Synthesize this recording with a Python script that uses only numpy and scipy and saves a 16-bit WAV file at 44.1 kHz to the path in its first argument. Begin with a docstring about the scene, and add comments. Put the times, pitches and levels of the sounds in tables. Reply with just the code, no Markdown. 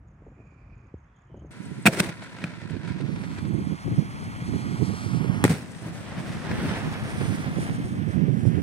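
"""Faint chirps, thin whirs and dull, far-off fireworks in a night breeze, heard by a hand-held phone.
The scene cuts to a mortar: the fuse hisses, the lift charge bangs, the tube rings and sparks sputter.
The shell climbs hissing and bursts with a sharp crack; echoes follow, the stars roar and sizzle.
Each bang is a cluster of pressure fronts, burning powder is grainy noise, and wind buffets the mic ports."""
import sys
import numpy as np
from scipy import signal
from scipy.fft import rfft, irfft, next_fast_len
from scipy.io import wavfile
from scipy.ndimage import uniform_filter1d, map_coordinates

SR = 44100
rng = np.random.default_rng(int(sys.argv[2]) if len(sys.argv) > 2 else 0)


def generate_wav(signal):
    """Clip the signal to [-1, 1] and save it as 16-bit WAV at the path in sys.argv[1]."""
    frames = np.transpose(np.atleast_2d(signal))
    scaled = np.clip(frames, -1, 1) * 32767
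    pcm = np.round(scaled).astype(np.int16)
    wavfile.write(sys.argv[1], SR, pcm)


N = 380362
T = np.arange(N) / SR
CUT_S, TOP_HZ = 1.508, 15900


# the burst and its first reflections:
# (time [s], thump [dB], push [ms], rise [ms], crack [dB], crack decay [ms])
BURST_FRONTS = [(5.4404, -2, 1.17, 0.056, -3.5, 1.45), (5.444, -10.5, 1.6, 0.02, -26, 3.8),
                (5.446, -5, 2.6, 0.3, -24, 5.3), (5.451, 1.5, 1.18, 0.22, -15, 1.8),
                (5.4796, -42, .5, .2, -15, 0.54)]
# tone of its crack: (frequency [Hz], level [dB])
BURST_COLOUR = [(150, -5), (330, 2), (800, -4), (1400, 2), (2100, 7), (3000, -6.5), (6000, -15.5),
                (8700, -6.5), (11000, -16), (16000, -20)]
BURST_S = BURST_FRONTS[0][0]
def burst():
    """The shell bursts overhead, a little to the left: a sharp crack on a deep thump."""
    bang = blast(BURST_FRONTS, BURST_COLOUR, ring_hz=114, damping=0.44, apart_hz=3000)
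    return arrive(bang, lead_ms=0.11) * ports(2.4)


# pressure fronts from the mortar:
# (time [s], thump [dB], push [ms], rise [ms], crack [dB], crack decay [ms])
LIFT_FRONTS = [(1.856, -9, 2.1, 0.15, -15, 6.8), (1.861, -29, 2.2, 0.34, -9, 5.6),
               (1.865, -25, 1, 0.35, -5, 4.1), (1.871, -11, 1.7, 0.45, -6, 4.3),
               (1.8766, -11, 1.2, 0.38, -39, 4.8), (2.001, -11, 3, 0.5, -17, 3.5),
               (2.4407, -16.5, 3.27, 0.71, -21, 2.7)]
# tone of their crack: (frequency [Hz], level [dB])
LIFT_COLOUR = [(150, -12), (300, 0), (400, -29), (540, -4), (700, -6), (1100, -14.5), (1500, -4),
               (1850, -7.5), (2500, 3.5), (3200, -12), (5500, -23), (8500, -19), (11000, -28), (16000, -25)]
LIFT_S = LIFT_FRONTS[0][0]
def lift():
    """The lift charge fires the shell with a ragged, punchy bang."""
    return blast(LIFT_FRONTS, LIFT_COLOUR, ring_hz=188, damping=0.31, apart_hz=4870)


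# resonances of the tube: (frequency [Hz], level [dB], decay [ms])
TUBE_MODES = [(535, -27.5, 22), (654, -21.5, 9.2), (990, -47, 22)]
# tone of the boom: (frequency [Hz], level [dB])
BOOM_COLOUR = [(200, -16), (350, 8), (440, -2.5), (620, -7), (750, -9), (860, -14), (985, -11), (1150, -26),
               (2000, -45)]
def tube(start_s=1.885, rise_ms=4, boom_db=-34, boom_db_per_s=-12):
    """The emptied mortar tube rings briefly, and a hollow boom rolls on behind the lift."""
    age = T - start_s
    ring = sum(undb(db) * swell(start_s, rise_ms, decay_ms) * np.sin(2 * np.pi * hz * age)
               for hz, db, decay_ms in TUBE_MODES)
    roll = held(start_s, length_s=0.22, attack_s=0.01, release_s=0.0054)
    return ring + roll * undb(boom_db + boom_db_per_s * age) * noise(BOOM_COLOUR, alike=1)


# echoes of the bangs, the second bang's body (2.003 s), a surge as the stars' roar sets in (6.184 s) and a
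# star's pop (6.514 s): # (time [s], rumble [dB], hiss [dB], rise [ms], decay [ms])
AFTER_SWELLS = [(1.882, -18, -27, 3.3, 10), (1.935, -36, -30, 15, 19), (1.975, -37, -33, 11, 26),
                (2.003, -19, -11, 4.5, 2.6), (2.04, -37, -33.5, 19, 41), (2.064, -34, -39, 2.5, 8.2),
                (2.092, -30, -29.5, 2.8, 6.6), (2.45, -35.5, -48.5, 40, 33), (5.457, -37, -28.5, 3.1, 22),
                (5.495, -27.5, -33, 0.7, 86), (5.511, -21, -37.5, 16, 16), (5.87, -30.5, -43, 29, 24),
                (6.184, -30.5, -36.5, 20, 43), (6.514, -23, -24, 0.52, 3.4), (6.655, -23, -36, 30, 30),
                (6.77, -29, -56, 2, 31)]
# tones of their hiss and their rumble: (frequency [Hz], level [dB])
SWELL_HISS_COLOUR = [(150, -32), (350, 5), (600, 0), (1100, -3), (1500, 2), (2300, 3.5), (3200, -4),
                     (6500, -10.5), (8700, -8.5), (11000, -18.5), (16000, -24)]
SWELL_RUMBLE_COLOUR = [(40, -20), (90, 3.5), (170, 11.5), (320, -1.5), (600, -10.5), (1200, -23)]
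def after_swells(dulling_s=0.22, dull_hz=3800):
    """Swells of rumble and hiss follow the lift and the burst; the later they come, the duller."""
    rumble = sum(undb(db) * swell(s, rise, decay) for s, db, _, rise, decay in AFTER_SWELLS)
    hiss = sum(undb(db) * swell(s, rise, decay) for s, _, db, rise, decay in AFTER_SWELLS)
    bright = noise(SWELL_HISS_COLOUR, alike=0.66, apart_hz=1610, grain_db=3.5)
    dull = soften(bright, dull_hz)
    age = T - np.where(T < BURST_S, LIFT_S, BURST_S)
    early = 1 / (1 + (age / dulling_s) ** 4)
    return rumble * noise(SWELL_RUMBLE_COLOUR, alike=0.98) + hiss * (dull + early * (bright - dull))


# tones of the tail's rush and its sizzle: (frequency [Hz], level [dB])
RUSH_COLOUR = [(100, 12), (300, -11), (700, 1.5), (1000, 0), (1300, 1.5), (1650, 2.5), (2250, -0.5),
               (2750, -4), (3350, -4), (3750, -18.5), (4200, -26), (5300, -20), (7000, -20.5),
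               (10000, -26.5), (16000, -33)]
TAIL_SIZZLE_COLOUR = [(2500, 3), (4500, 13.5), (6000, 9), (8000, 3.5), (9500, 3.5), (11000, -3.5),
                      (12300, -21), (14500, -9), (16000, -21)]
def shell_tail(start_s=2.825, rush_db_per_s=3.5, sizzle_db_per_s=2, flutter_db=1.5):
    """The climbing shell hisses from one point, ever louder; its sizzle flares before the burst."""
    age = np.clip(T, start_s, BURST_S) - start_s
    rush = noise(RUSH_COLOUR, alike=0.975, apart_hz=40000, grain_db=2.5)
    rush *= undb(-48 + rush_db_per_s * age) * ports(-0.64)
    flare = undb(-50.5) * swell(5.05, rise_ms=360, decay_ms=62)
    sizzle = noise(TAIL_SIZZLE_COLOUR, alike=0.975, apart_hz=23500, grain_db=2)
    sizzle *= (undb(-59 + sizzle_db_per_s * age) + flare) * undb(flutter_db * walk(35))
    direct = (rush + sizzle) * held(start_s, BURST_S - start_s, attack_s=0.39, release_s=0.026)
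    return direct + bounces(direct, age)


# reflections close to the phone: (delay [ms], drift [ms/s], left level [dB], right level [dB])
BOUNCES = [(0.89, 0.026, -17, -11.5), (0.085, 0.0088, -28, -12)]
def bounces(direct, age, tremor_ms=0.004):
    """Dull reflections hollow the hiss; their delays drift with the tilt and shake with the hand."""
    dull = soften(direct, hz=6500)
    out = 0
    for delay_ms, drift_ms_per_s, left_db, right_db in BOUNCES:
        lag_ms = delay_ms + drift_ms_per_s * age + tremor_ms * walk(7)
        delayed = np.array([np.interp(T - lag_ms / 1000, T, side) for side in dull])
        out = out + undb([[left_db], [right_db]]) * delayed
    return out


# the stars flare up and burn down: (time [s], relative roar [dB], relative sizzle [dB])
STAR_LEVELS = [(5.64, -51.5, -57), (5.92, -48.5, -56.5), (6.69, -36.5, -54.5), (7.03, -42.5, -54.5),
               (7.21, -41.5, -49), (7.38, -42, -52), (7.71, -43, -64), (7.91, -49.5, -57.5),
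               (8.22, -47, -77), (8.35, -51, -62.5), (8.6, -46.5, -64), (8.62, -56, -59)]
# tone of their roar: (frequency [Hz], level [dB])
STAR_COLOUR = [(100, 9), (300, 1.5), (700, 1), (1200, -5), (1900, -1.5), (3000, -7), (4200, -14),
               (5600, -18.5), (7500, -32), (12000, -49), (16000, -60)]
def stars(roar_db=5.5, sizzle_db=1.5, attack_s=0.037, focus_per_s=0.23, flutter_db=1.04):
    """Stars roar all over the sky, narrowing to a hiss; returns their rush and sizzle envelope."""
    roar_curve_db, sizzle_curve_db = curves(STAR_LEVELS)
    lit = np.clip((T - BURST_S) / attack_s, 0, 1)
    focus = np.clip(focus_per_s * (T - BURST_S), 0, 1)
    roar = noise(STAR_COLOUR, alike=1, apart_hz=686, grain_db=3) * ports(0.3)
    hiss = noise(RUSH_COLOUR, alike=1, grain_db=3) * ports(-2.3)
    rush = np.sqrt(1 - focus) * roar + np.sqrt(focus) * hiss
    rush *= undb(roar_curve_db + roar_db + flutter_db * walk(34))
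    return lit * rush, lit * undb(sizzle_curve_db + sizzle_db)


# tone of powder burning at the mortar: (frequency [Hz], level [dB])
MORTAR_COLOUR = [(100, 9), (300, 7.5), (650, 6), (850, 1), (985, 11), (1170, -6), (1350, 9), (1750, 8.5),
                 (2350, 9), (2900, 2.5), (4200, -2.5), (6000, -11), (9000, -17.5), (11500, -49),
                 (16000, -43)]
def mortar(shower_db_per_s=-2.5, sizzle_extra_db_per_s=-14):
    """The fuse hisses, then a spark shower sputters out; returns their rush and sizzle envelope."""
    fuse = held(CUT_S, LIFT_S - CUT_S, attack_s=0.004, release_s=0.088)
    age = np.maximum(T - LIFT_S, 0)
    shower = held(LIFT_S, length_s=1.48, attack_s=0.09, release_s=0.11) * undb(shower_db_per_s * age)
    rush = noise(MORTAR_COLOUR, alike=1, apart_hz=2690)
    sputter = crackle(per_s=480, decay_ms=3.2, spread_db=1.7)
    sizzle = undb(-60.5) * fuse + undb(-53.5 + sizzle_extra_db_per_s * age) * shower
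    return rush * (undb(-49) * fuse + undb(-44) * shower * sputter), sizzle


# sparks, singly or in clumps: (time [s], relative level [dB], rise [ms], decay [ms])
SPARK_POPS = [(2.125, -29.5, 1.2, 4.8), (2.222, -33, 3, 26), (2.272, -37, .8, 4), (2.313, -42, .8, 6.4),
              (2.366, -33.5, 1.5, 8), (2.388, -34, 6, 7), (2.42, -35, 14, 92), (2.567, -47, .6, 2.2),
              (2.617, -34, 0.34, 4), (2.699, -35, 1, 4.9), (2.718, -36.5, 5.1, 7.3), (2.753, -34.5, 1, 4),
              (2.769, -40, 3.6, 11), (2.832, -32.5, .8, 4), (2.848, -35, .8, 20), (2.876, -34, 1.5, 69),
              (2.921, -34.5, .6, 2), (2.99, -36, .8, 5.2), (3.007, -30, 0.5, 7.7), (3.06, -42, .8, 4),
              (3.161, -30.5, 1.1, 4.1), (3.236, -31.5, 2.3, 14), (3.315, -33.5, 1, 5.8),
              (3.336, -38, 1.5, 13), (3.387, -30.5, 14, 8.9), (3.452, -32.5, 0.94, 4.3),
              (5.749, -31.5, .5, 2.5), (6.514, -22, 0.43, 2)]
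def sparks(gain_db=-6.5):
    """Sparks pop as small, short cracks."""
    pops = sum(undb(db + gain_db) * swell(s, rise, decay) for s, db, rise, decay in SPARK_POPS)
    return pops * noise(MORTAR_COLOUR, alike=0.82, apart_hz=2940, grain_db=-2) * ports(1)


# spurts of sizzle: (time [s], level [dB], rise [ms], decay [ms])
SPURTS = [(2.24, -47.5, 9.2, 6.2), (2.445, -67, 5.2, 5.7), (2.71, -56, 15, 14), (2.885, -56, 18, 29),
          (3.37, -59, 70, 54), (6.18, -64, 22, 130), (6.64, -65, 30, 40), (6.9, -53, 37, 20),
          (7.05, -53, 25, 56), (7.22, -53, 90, 100), (7.37, -57, 15, 18), (7.62, -44.5, 56, 68),
          (7.73, -52, 25, 65), (7.88, -52.5, 33, 28), (8.12, -53.5, 53, 50), (8.47, -52.5, 88, 35)]
# tone of the sizzle of fuse, sparks and stars: (frequency [Hz], level [dB])
SIZZLE_TONE = [(2500, 4.5), (4500, 1.5), (5600, 3.5), (7500, 2.5), (9400, 2.5), (11000, -7), (13000, -12),
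               (16000, -23)]
# where that sizzle sits: (time [s], left minus right [dB])
SIZZLE_PAN = [(1.5, 6), (2.2, 4), (3.2, 31), (5.4, 5), (6.1, 6), (6.7, -1), (7.25, -8), (7.8, -3),
              (8.6, -1)]
# the phone turns: (time [s], lead of the left port [ms])
PHONE_TURN = [(1.5, .1), (2.8, .1), (3.2, .235), (3.4, .278), (3.8, .305), (4.1, .308), (4.7, .285),
              (5.2, .235), (5.45, .205), (6.2, .02), (6.6, -.079), (7.0, -.172), (7.6, -.287), (8.6, -.4)]
def powder(flutter_db=1.5, surge_db=0.8):
    """Mortar, tail and stars burn and sizzle; the gap between the ports moves as the phone turns."""
    (lead_ms,), (pan_db,) = curves(PHONE_TURN), curves(SIZZLE_PAN)
    mortar_rush, mortar_sizzle = mortar()
    star_rush, star_sizzle = stars()
    spurt_power = sum((undb(db) * swell(s, rise, decay)) ** 2 for s, db, rise, decay in SPURTS)
    envelope = np.sqrt(mortar_sizzle ** 2 + star_sizzle ** 2 + spurt_power)
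    envelope *= undb(flutter_db * walk(60) + surge_db * walk(26))
    sizzle = noise(SIZZLE_TONE, alike=0.63, apart_hz=30000, grain_db=1.5) * envelope * ports(pan_db)
    return arrive(mortar_rush + shell_tail() + star_rush + sizzle, lead_ms)


# the wind bed after the cut: (time [s], relative left level [dB], relative right level [dB])
WIND_BED = [(1.5, -52, -46.5), (1.8, -42.5, -37), (2.25, -48.5, -44.5), (2.6, -48.5, -41.5),
            (2.75, -46.5, -31), (3.15, -38.5, -28.5), (3.7, -43, -40.5), (3.8, -41, -40),
            (4.05, -36.5, -37), (4.4, -36, -38.5), (4.65, -40, -27), (5.35, -42, -28), (5.65, -39.5, -44),
            (6.05, -40, -40), (6.55, -32, -33.5), (7.1, -35, -33.5), (7.95, -33, -27.5), (8.1, -45, -24),
            (8.6, -43, -20.5)]
# gusts on top: (time [s], length [s], relative level [dB], left minus right [dB])
GUSTS = [(0.246, 0.084, -51, 0), (0.616, 0.16, -50, 0), (1.293, 0.21, -45, 1), (1.55, 0.18, -42, -12),
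         (3.403, 0.33, -29.5, -12), (3.575, 0.048, -35, 18), (3.836, 0.11, -28.5, 9),
         (3.967, 0.025, -20, -26), (4.47, 0.12, -25.5, -17), (4.711, 0.18, -27.5, -31),
         (5.125, 0.32, -29.5, -21), (6.806, 0.091, -29.5, -22), (7.209, 0.14, -26, -20),
         (7.513, 0.13, -32, -9), (8.13, 0.3, -29, -18), (8.435, 0.2, -26, -18)]
# tones of the wind, its eddies and the opening breeze: (frequency [Hz], level [dB])
WIND_COLOUR = [(22, -34), (40, -62), (60, -22.5), (90, -1.5), (160, 2.5), (240, -3.5), (330, -11),
               (480, -28), (800, -38.5), (2000, -82)]
EDDY_COLOUR = [(100, -44), (280, 10.5), (450, 2.5), (800, -15.5), (1600, -38), (4000, -47), (12000, -69)]
BREEZE_COLOUR = [(22, -55), (45, 14), (80, 9), (140, 7), (220, -1), (400, -20.5), (700, -17), (2000, -50)]
def wind(gain_db=1.5, flurry_db=3, eddy_db=-17, eddy_flurry_db=5):
    """Turbulence rumbles at each port, brighter in flurries; before the cut both share one breeze."""
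    breeze_db = np.interp(T, [0.85, 0.97], [-50, -56])  # drops to a lull
    steady = undb(np.where(T < CUT_S, breeze_db, curves(WIND_BED)))
    gust_power = sum((undb(db) * ports(pan) * held(s, length, attack_s=0.026, release_s=0.014)) ** 2
                     for s, length, db, pan in GUSTS)
    flurry = np.array([walk(78), walk(55.4)])
    eddies = undb(eddy_db + eddy_flurry_db * flurry) * noise(EDDY_COLOUR)
    turbulence = undb(gain_db) * (undb(flurry_db * flurry) * noise(WIND_COLOUR) + eddies)
    breeze = (noise(BREEZE_COLOUR) + eddies)[0]
    return np.where(T < CUT_S, breeze, turbulence) * np.sqrt(steady ** 2 + gust_power)


# eddies striking a port: (time [s], relative level [dB], left minus right [dB])
BUFFETS = [(2.699, -24.5, -17), (2.758, -26, -12), (2.829, -32, -10), (2.995, -21.5, -24), (3.233, -27, -8),
           (3.87, -15.5, 25), (3.984, -18, -27), (4.414, -24.5, -2), (4.531, -21, -23), (5.239, -19.5, -27),
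           (7.207, -14.5, -17), (7.578, -14, -17), (8.275, -16, -21), (8.446, -12.5, -33)]
def buffets(gain_db=-6, edge_db=-2, peak_lag_s=0.00755):
    """Single eddies thud on a port, with a brighter, shorter edge."""
    thud = edge = 0
    for s, db, pan in BUFFETS:
        force = undb(db + gain_db) * ports(pan)
        thud += force * swell(s + peak_lag_s, rise_ms=2.4, decay_ms=11)
        edge += force * undb(edge_db) * swell(s + peak_lag_s, rise_ms=0.7, decay_ms=5.5)
    return thud * noise(WIND_COLOUR, alike=0.93) + edge * noise(EDDY_COLOUR, alike=0.55)


# a distant front: (time [s], thump [dB], push [ms], rise [ms], crack [dB], crack decay [ms])
FAR_FRONT = [(.9402, -20.5, 1.25, 1, -72, 3.4)]
def far_bang(cutoff_hz=700):
    """A low bang from far away; distance takes its edge off."""
    bang = blast(FAR_FRONT, MORTAR_COLOUR, ring_hz=77, damping=0.12, apart_hz=2000)
    return signal.sosfilt(signal.butter(4, cutoff_hz, fs=SR, output="sos"), bang)


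# distant pops before the cut: (time [s], level [dB])
FAR_POPS = [(.221, -49), (0.267, -40.5), (.283, -53), (.39, -48), (0.403, -47), (.451, -51), (1.299, -44),
            (1.344, -40), (1.371, -39), (1.421, -41), (1.447, -40)]
# their muffled tone: (frequency [Hz], level [dB])
FAR_POP_COLOUR = [(120, 1), (300, 8), (600, -2.5), (900, -13.5), (1500, -36), (3000, -58)]
def far_pops():
    """Distant fireworks pop softly, their treble lost on the way."""
    pops = sum(undb(db) * swell(s, rise_ms=1, decay_ms=9) for s, db in FAR_POPS)
    return pops * noise(FAR_POP_COLOUR, alike=0.98)


# tone of the night ambience: (frequency [Hz], level [dB])
FIELD_COLOUR = [(30, 0), (100, -39), (350, -1), (700, 5.5), (1100, 9), (1800, 5), (2500, 1), (3200, -10.5),
                (4200, -24.5), (7000, -16.5), (10000, -44), (16000, -58)]
def field(before_db=-64, after_db=-58, rise_db=4, rise_s=0.26, wander_db=0.5):
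    """A dull, distant hiss over the field; it swells at first and is louder after the cut."""
    opening_db = before_db - rise_db * np.clip(1 - T / rise_s, 0, 1)
    level_db = np.where(T < CUT_S, opening_db, after_db)
    return noise(FIELD_COLOUR, alike=0.27) * ports(-2.5) * undb(level_db + wander_db * walk(36))


# distant whirs: (centre time [s], half length [s], pitch [Hz], bandwidth [Hz], level [dB])
WHIRS = [(0.62, 0.3, 2410, 240, -66.5), (0.66, 0.26, 4800, 1100, -88), (0.42, 0.24, 7000, 600, -83),
         (1.16, 0.09, 3300, 290, -75), (1.36, 0.079, 3060, 240, -69)]
def whirs(flutter=0.23):
    """Thin bands of noise swell, flutter and fade on the right."""
    out = np.zeros(N)
    for s, half_s, hz, width_hz, db in WHIRS:
        bandpass = signal.butter(2, [hz - width_hz / 2, hz + width_hz / 2], "band", fs=SR, output="sos")
        band = signal.sosfilt(bandpass, rng.standard_normal(N))
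        out += undb(db) * band / band.std() * np.exp(-np.square((T - s) / half_s) ** 2)
    return out * (1 + flutter * walk(60)) * ports(-14)


# runs of animal calls: (time [s], length [s], level [dB], pitch [Hz], call spacing [s])
CHIRP_RUNS = [(0.072, .09, -79.5, 6700, 0.034), (.253, .09, -83, 6740, 0.031),
              (0.44, .09, -81, 6700, 0.032), (0.747, .135, -79, 6600, 0.029), (0.97, .09, -82, 6570, 0.032),
              (1.154, .12, -78, 6700, 0.029), (1.36, .135, -76, 6600, 0.033),
              (1.508, .38, -58.5, 8230, 0.17), (3.192, .03, -65, 8970, .13), (3.374, .3, -64, 8640, 0.055),
              (3.841, .65, -61.5, 8700, 0.14)]
def chirps(call_s=0.0245, fall=0.12, detune=0.009, rough=0.82, rasp=0.059, scatter_db=3):
    """Night animals call in runs of faint, raspy chirps, each sliding down in pitch."""
    out = np.zeros(N)
    progress = np.linspace(0, 1, int(call_s * SR))
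    for start, run_s, db, hz, spacing_s in CHIRP_RUNS:
        s, call_db, step_s = start, db + 1.5, spacing_s * 0.79  # the first call is louder and hurried
        while s < start + run_s:
            pitch = hz * (1 + detune * rng.standard_normal() + fall * (0.5 - progress))
            pitch *= 1 + rasp * rng.standard_normal(len(progress))
            call = np.sin(np.pi * progress) * np.sin(2 * np.pi * np.cumsum(pitch) / SR)
            at = int(s * SR)
            out[at:at + len(call)] += undb(call_db + scatter_db * rng.standard_normal()) * call
            s, call_db, step_s = s + step_s, db, spacing_s
    return out * (1 + rough * walk(500))


def blast(fronts, crack_colour, ring_hz, damping, apart_hz, bright_hz=27000):
    """Each front is an N-wave, push then suction, that tears into a crack; the low end rings briefly."""
    thumps, cracks = np.zeros(N), np.zeros((2, N))
    tear = noise(crack_colour, alike=0.7, apart_hz=apart_hz)
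    size = SR // 10
    ms = np.arange(size) * 1000 / SR
    for s, thump_db, push_ms, rise_ms, crack_db, decay_ms in fronts:
        at = int(s * SR)
        n_wave = (1 - ms / push_ms) * np.exp(-(ms / (2 * push_ms)) ** 8)
        thumps[at:at + size] += undb(thump_db) * (1 - np.exp(-ms / rise_ms)) * n_wave
        # weaker fronts are less steep, so their crack is duller
        cutoff_hz = min(bright_hz * undb(crack_db / 2), TOP_HZ)
        crack = undb(crack_db) * np.exp(-ms / decay_ms) * tear[:, at:at + size]
        cracks[:, at:at + size] += signal.lfilter(*signal.butter(2, cutoff_hz, fs=SR), crack)
    w = 2 * np.pi * ring_hz / SR
    ringing_highpass = signal.bilinear([1, 0, 0], [1, damping * w, w * w])
    return signal.lfilter(*ringing_highpass, thumps) + cracks


def noise(colour, alike=0, apart_hz=20000, grain_db=0):
    """Coloured stereo noise of rms 1; the ports share the part `alike` of it below apart_hz."""
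    size = next_fast_len(N)
    white = rng.standard_normal((3, N))
    if grain_db:  # uneven sample levels give it grain
        white *= undb(grain_db * np.minimum(rng.exponential(size=N), 7))
    spectra = rfft(white, size)
    f = np.maximum(np.fft.rfftfreq(size, 1 / SR), 1)
    hz, db = np.transpose(colour)
    gain = undb(np.interp(np.log(f), np.log(hz), db))
    gain *= np.minimum(f / hz[0], 1) * np.minimum(hz[-1] / f, 1)  # rolls off past both ends
    shared = alike / (1 + (f / apart_hz) ** 2)
    pair = irfft(gain * (np.sqrt(shared) * spectra[2] + np.sqrt(1 - shared) * spectra[:2]), size)[:, :N]
    return pair / pair.std()


def crackle(per_s, decay_ms, spread_db):
    """The envelope of many tiny pops at random moments, a few of them strong; rms 1."""
    fires = rng.random(N) < per_s / SR
    pops = fires * undb(spread_db * np.minimum(rng.exponential(size=N), 3)) ** 2
    power = signal.lfilter([1], [1, -np.exp(-1000 / (decay_ms * SR))], pops) + 1e-18
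    return np.sqrt(power / power.mean())


def walk(per_s):
    """A smooth random wander with a spread of 1."""
    size = max(int(SR / per_s), 2)
    wander = uniform_filter1d(rng.standard_normal(N), size, mode="wrap")
    wander = uniform_filter1d(wander, size, mode="wrap")
    return wander / wander.std()


def swell(s, rise_ms, decay_ms):
    """An exponential rise and fall that peaks at time s."""
    ms = (T - s) * 1000
    return np.exp(-np.minimum(np.maximum(-ms / rise_ms, ms / decay_ms), 20))


def held(s, length_s, attack_s, release_s):
    """An envelope that rises from time s, holds, and dies away once its length is over."""
    return np.clip((T - s) / attack_s, 0, 1) * np.exp(-np.clip((T - s - length_s) / release_s, 0, 20))


def curves(rows):
    """Each column of a table as a line through time."""
    s, *columns = np.transpose(rows)
    return [np.interp(T, s, column) for column in columns]


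def undb(db):
    """Decibels to gain."""
    return 10 ** (np.asarray(db) / 20)


def soften(x, hz):
    """A gentle treble roll-off without delay."""
    return signal.sosfiltfilt(signal.butter(1, hz, fs=SR, output="sos"), x)


def ports(pan_db):
    """Left and right gains with a mean power of 1; positive is left."""
    gains = undb(np.vstack([pan_db, -pan_db]) / 2)
    return gains / np.sqrt(np.mean(gains ** 2, axis=0))


def arrive(pair, lead_ms):
    """The sound reaches the left port lead_ms before the right."""
    positions = np.arange(N) + lead_ms * SR / 1000
    return np.array([map_coordinates(pair[0], [positions], order=5, mode="nearest"), pair[1]])


def scene():
    """The bangs and the swells after them, the burning powder and the night around them."""
    bangs = far_bang() + lift() + burst() + far_pops() + tube() + after_swells()
    return bangs + sparks() + powder() + wind() + buffets() + field() + whirs() + chirps()


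# cavity resonances, a list for each port, left first: (frequency [Hz], bandwidth [Hz], gain [dB])
PORT_MODES = [
    [(2200, 1200, -4.5), (8200, 370, 7)],
    [(3020, 1150, -9.5), (7550, 2670, -15.5), (9030, 2060, 7)],
]
def cavity(x, modes):
    """A port's small cavity lifts or dips narrow treble bands."""
    for hz, width_hz, db in modes:
        x = x + (undb(db) - 1) * signal.lfilter(*signal.iirpeak(hz, hz / width_hz, fs=SR), x)
    return x


def record(dry, low_cut_hz=46):
    """The ports colour the treble; the phone thins the deep bass, rounds peaks and cuts the top."""
    heard = np.array([cavity(x, modes) for x, modes in zip(dry, PORT_MODES)])
    heard = signal.sosfilt(signal.butter(2, low_cut_hz, "high", fs=SR, output="sos"), heard)
    return signal.sosfilt(signal.ellip(10, 0.2, 80, TOP_HZ, fs=SR, output="sos"), np.tanh(heard))


dry = scene()
out = record(dry)
generate_wav(out)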